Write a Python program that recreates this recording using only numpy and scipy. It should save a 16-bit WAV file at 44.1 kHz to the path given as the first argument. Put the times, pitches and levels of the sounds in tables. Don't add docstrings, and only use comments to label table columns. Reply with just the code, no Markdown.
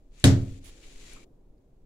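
import sys
import numpy as np
from scipy import signal
from scipy.fft import rfft, irfft
from scipy.io import wavfile

SR = 44100
rng = np.random.default_rng(int(sys.argv[2]) if len(sys.argv) > 2 else 0)


def generate_wav(sig):
    pcm = np.round(np.clip(np.atleast_2d(sig).T, -1, 1) * 32767).astype(np.int16)
    wavfile.write(sys.argv[1], SR, pcm)


N = 81585

SWAT_S = .2408
CLOTH_PAN_DB = 4.5
T60_PER_DECAY = np.log(1000)

# (delay [s], level [dB], time constant [s])
CONTACTS = [(0, -12, .0005), (.0005, -9, 0.0011), (.0042, -20.5, .003)]
# (frequency [Hz], relative density [dB])
CRACK_SPECTRUM = [(150, -10), (400, 2), (900, -8), (1600, -0.5), (2300, -4), (3400, 1.5), (5000, -9.5),
                  (7200, -6.5), (10000, -10.5), (13000, -16), (15500, -20)]
# (frequency [Hz], level [dB], T60 [s])
SWATTER_MODES = [(590, -20, .06), (1653, -22, .012), (3328, -16, .012), (3855, -17.5, 0.021),
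                 (7320, -14, .009)]
# (frequency [Hz], relative density [dB], T60 [s])
REVERB_BANDS = [(60, -12.5, .55), (120, -7.5, .5), (220, -7.5, 0.88), (322.6, -1, 0.65), (620, -2, .41),
                (1000, -13, .37), (1700, -7, .3), (2600, -12.5, .28), (3826, -9, .27), (5270, -10.5, 0.25),
                (7180, -11, 0.24), (10700, -18.5, 0.16), (13000, -29, .24), (15500, -31, .13)]
# (frequency [Hz], pan [dB])
REVERB_PAN = [(60, -1), (150, -2), (400, 1.5), (1300, 3), (2400, 2), (8000, 3), (11000, -4), (15000, -3.5)]
# (frequency [Hz], relative level [dB], T60 [s])
FLOOR_THUMP = (117, -6.5, 0.26)
# (frequency [Hz], relative level [dB], T60 [s], pan [dB])
ROOM_MODES = [(81.53, -19, .62, 2.5), (97.97, -9.5, 0.51, 0), (119.23, -7.5, .44, -2.5),
              (130, -10.5, .38, -2), (155.7, -17, .43, -1.5), (193.7, -17, .45, -4.5),
              (269, -14.5, 0.35, 0.5), (269, -24.5, 0.67, 2.5), (291.2, -18.5, 0.29, -.5),
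              (351.5, -28.5, 0.54, -5), (410, -34, .32, 3), (443.7, -27.5, 0.31, 5.5), (531, -36, .39, 4.5),
              (603.6, -35, .44, 1)]
# (time [s], level [dB])
RUSTLE_LEVEL = [(.1, -84), (.14, -67.5), (.21, -58), (.4, -59), (.54, -61.5), (.59, -63.5), (.6, -72),
                (.66, -57.5), (.76, -61.5), (.85, -59), (.92, -57.5), (1.04, -55.5), (1.13, -52.5),
                (1.19, -59.5), (1.243, -64), (1.256, -89)]
# (frequency [Hz], relative density [dB])
RUSTLE_SPECTRUM = [(200, -2.5), (400, -3), (800, -11), (1400, -6), (2000, -3), (2400, 0), (3000, -3),
                   (4000, -2.5), (5300, -6.5), (7200, -2.5), (8500, -10.5), (10500, -12.5), (12500, -24),
                   (15500, -26.5)]
# (start [s], length [s], level [dB], pan [dB])
BRUSHES = [(0.639, 0.052, -58.5, -13.5)]
# (frequency [Hz], relative density [dB])
BRUSH_SPECTRUM = [(500, 4.5), (1500, -6.5), (3000, 3), (5000, -3.5), (7000, -2), (8800, -4.5), (10000, 1.5),
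                  (12000, -10), (15000, -10)]
# (time [s], level [dB])
SQUEAK_LEVEL = [(1.0, -120), (1.11, -65.5), (1.235, -65), (1.28, -120)]
# (start [s], centre [Hz], half-width [octaves], level [dB], time constant [s])
TICKS = [(.199, 7170, .22, -45.5, 0.0024), (.642, 9650, .06, -52, 0.0065), (.828, 2700, .6, -53.5, 0.025),
         (1.134, 9000, 0.37, -45, 0.0021), (1.158, 1200, 0.2, -53, 0.021), (1.155, 500, 0.37, -60, .025),
         (1.203, 380, .3, -55, .015), (1.58, 4700, 0.26, -75, .003)]
# (time [s], level [dB])
SHUFFLE_LEVEL = [(0, -68.5), (.6, -63.5), (.85, -59.5), (1.05, -62), (1.18, -56.5), (1.3, -64),
                 (1.5, -66.5), (1.62, -67.5), (1.85, -70)]
# (frequency [Hz], relative density [dB])
SHUFFLE_SPECTRUM = [(70, -8), (160, -5), (220, -8.5), (270, 2), (320, -0.5), (420, -2.5), (600, -11.5),
                    (1000, -22.5), (2000, -45.5)]
# (time [s], level [dB])
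DRAUGHT_LEVEL = [(0, -50.5), (.22, -54.5), (.27, -29), (.53, -39.5), (.62, -47.5), (.8, -50), (1.1, -49),
                 (1.4, -56.5), (1.85, -53)]
# (frequency [Hz], relative density [dB])
DRAUGHT_SPECTRUM = [(6, -7.5), (15, -1.5), (30, -5.5), (50, -16), (100, -25.5), (300, -70.5)]
# (frequency [Hz], relative density [dB])
RUMBLE_SPECTRUM = [(5, -19.5), (25, -10), (60, -5.5), (110, -5.5), (160, -6.5), (210, -8.5), (280, -11.5),
                   (420, -16.5), (600, -19.5), (1200, -36), (3000, -48), (8000, -57), (15000, -63)]


def swatter_crack():
    t = clock()
    contacts = sum(undb(db) * strike(SWAT_S + delay, .0001, decay) for delay, db, decay in CONTACTS)
    slap = noise(over_bins(CRACK_SPECTRUM))[0] * contacts
    flat_s = SWAT_S + CONTACTS[1][0]
    for hz, db, t60 in SWATTER_MODES:
        envelope = strike(flat_s, .0001, t60 / T60_PER_DECAY)
        slap += undb(db) * np.sin(2 * np.pi * hz * (t - flat_s)) * envelope
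    slap -= undb(-10) * np.exp(-((t - flat_s) / .00096) ** 2)
    left = np.interp(t - .0002, t, slap)
    return np.array([left, slap]) * pan(db=2)


def tile_reverberation():
    spectrum = rfft(noise(over_bins(REVERB_BANDS))) * pan(over_bins(REVERB_PAN))
    log_centres = np.log([hz for hz, _, _ in REVERB_BANDS])
    out = 0
    for selector, (_, _, t60) in zip(np.eye(len(REVERB_BANDS)), REVERB_BANDS):
        triangle = np.interp(np.log(bins()), log_centres, selector)
        band = irfft(spectrum * triangle, N)
        out += band * strike(SWAT_S, rise=.00067, decay=t60 / T60_PER_DECAY)
    return undb(-19.5) * out


def damped_mode(hz, db, t60, phase=0):
    start = SWAT_S + .003
    envelope = strike(start, rise=.0029, decay=t60 / T60_PER_DECAY)
    return undb(db) * np.sin(2 * np.pi * hz * (clock() - start) + phase) * envelope


def room_boom():
    out = -damped_mode(*FLOOR_THUMP)
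    half_lag_s = .00012 * np.array([[1], [-1]])
    for k, (hz, db, t60, pan_db) in enumerate(ROOM_MODES):
        phase = (-1) ** k * 2 * np.pi * hz * half_lag_s
        out = out + damped_mode(hz, db, t60, phase) * pan(pan_db)
    low_cut = signal.butter(2, 45, "high", fs=SR, output="sos")
    return undb(.5) * signal.sosfilt(low_cut, out)


def sleeve_rustle():
    out = noise(over_bins(RUSTLE_SPECTRUM)) * level_curve(RUSTLE_LEVEL) * pan(CLOTH_PAN_DB)
    attack_s, release_s = .0038, .017
    for start, length, db, pan_db in BRUSHES:
        stroke = np.interp(clock() - start, [0, attack_s, length, length + release_s], [0, 1, 1, 0])
        out += noise(over_bins(BRUSH_SPECTRUM)) * stroke * undb(db) * pan(pan_db)
    grain_db = flutter(rate_hz=250)
    return out * undb(grain_db)


def sleeve_squeak():
    centre_hz, half_width_hz = 2318, 90
    peak_db = -20 * np.log10(1 + ((bins() - centre_hz) / half_width_hz) ** 2)
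    return noise(peak_db) * level_curve(SQUEAK_LEVEL) * pan(CLOTH_PAN_DB)


def ticks():
    out = 0
    for start, hz, octaves, db, decay in TICKS:
        peak_db = -20 * np.log10(1 + (np.log2(bins() / hz) / octaves) ** 2)
        out += undb(db) * noise(peak_db) * strike(start, decay / 5, decay)
    return out


def background():
    shuffle = noise(over_bins(SHUFFLE_SPECTRUM)) * level_curve(SHUFFLE_LEVEL)
    draught = noise(over_bins(DRAUGHT_SPECTRUM)) * level_curve(DRAUGHT_LEVEL)
    rumble = noise(over_bins(RUMBLE_SPECTRUM)) * undb(-65.5)
    return shuffle + draught + rumble


def noise(shape_db):
    mid, side = rfft(rng.standard_normal((2, N)))
    spread = bins() / np.hypot(bins(), 900)
    stereo = irfft((mid + spread * side * np.array([[1], [-1]])) * undb(shape_db), N)
    return stereo / stereo.std()


def strike(start, rise, decay):
    age = np.maximum(clock() - start, 0)
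    return (1 - np.exp(-age / rise)) * np.exp(-age / decay)


def flutter(rate_hz):
    wander = np.interp(clock() * rate_hz, np.arange(N), rng.standard_normal(N))
    return wander / wander.std()


def level_curve(points):
    return undb(np.interp(clock(), *np.array(points).T))


def over_bins(points):
    hz, db = np.array(points).T[:2]
    return np.interp(np.log(bins()), np.log(hz), db)


def pan(db):
    return undb(np.array([[db], [-db]]).reshape(2, -1) / 2)


def undb(db):
    return 10 ** (np.asarray(db) / 20)


def clock():
    return np.arange(N) / SR


def bins():
    return np.maximum(np.arange(N // 2 + 1) * SR / N, 1)


def scene():
    swat = swatter_crack() + tile_reverberation() + room_boom()
    return swat + sleeve_rustle() + sleeve_squeak() + ticks() + background()


def record(dry):
    ceiling, cutoff_hz = .82, 15600
    rounded = dry / (1 + (np.abs(dry) / ceiling) ** 6) ** (1 / 6)
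    return signal.sosfilt(signal.ellip(8, .2, 80, cutoff_hz, fs=SR, output="sos"), rounded)


dry = scene()
out = record(dry)
generate_wav(out)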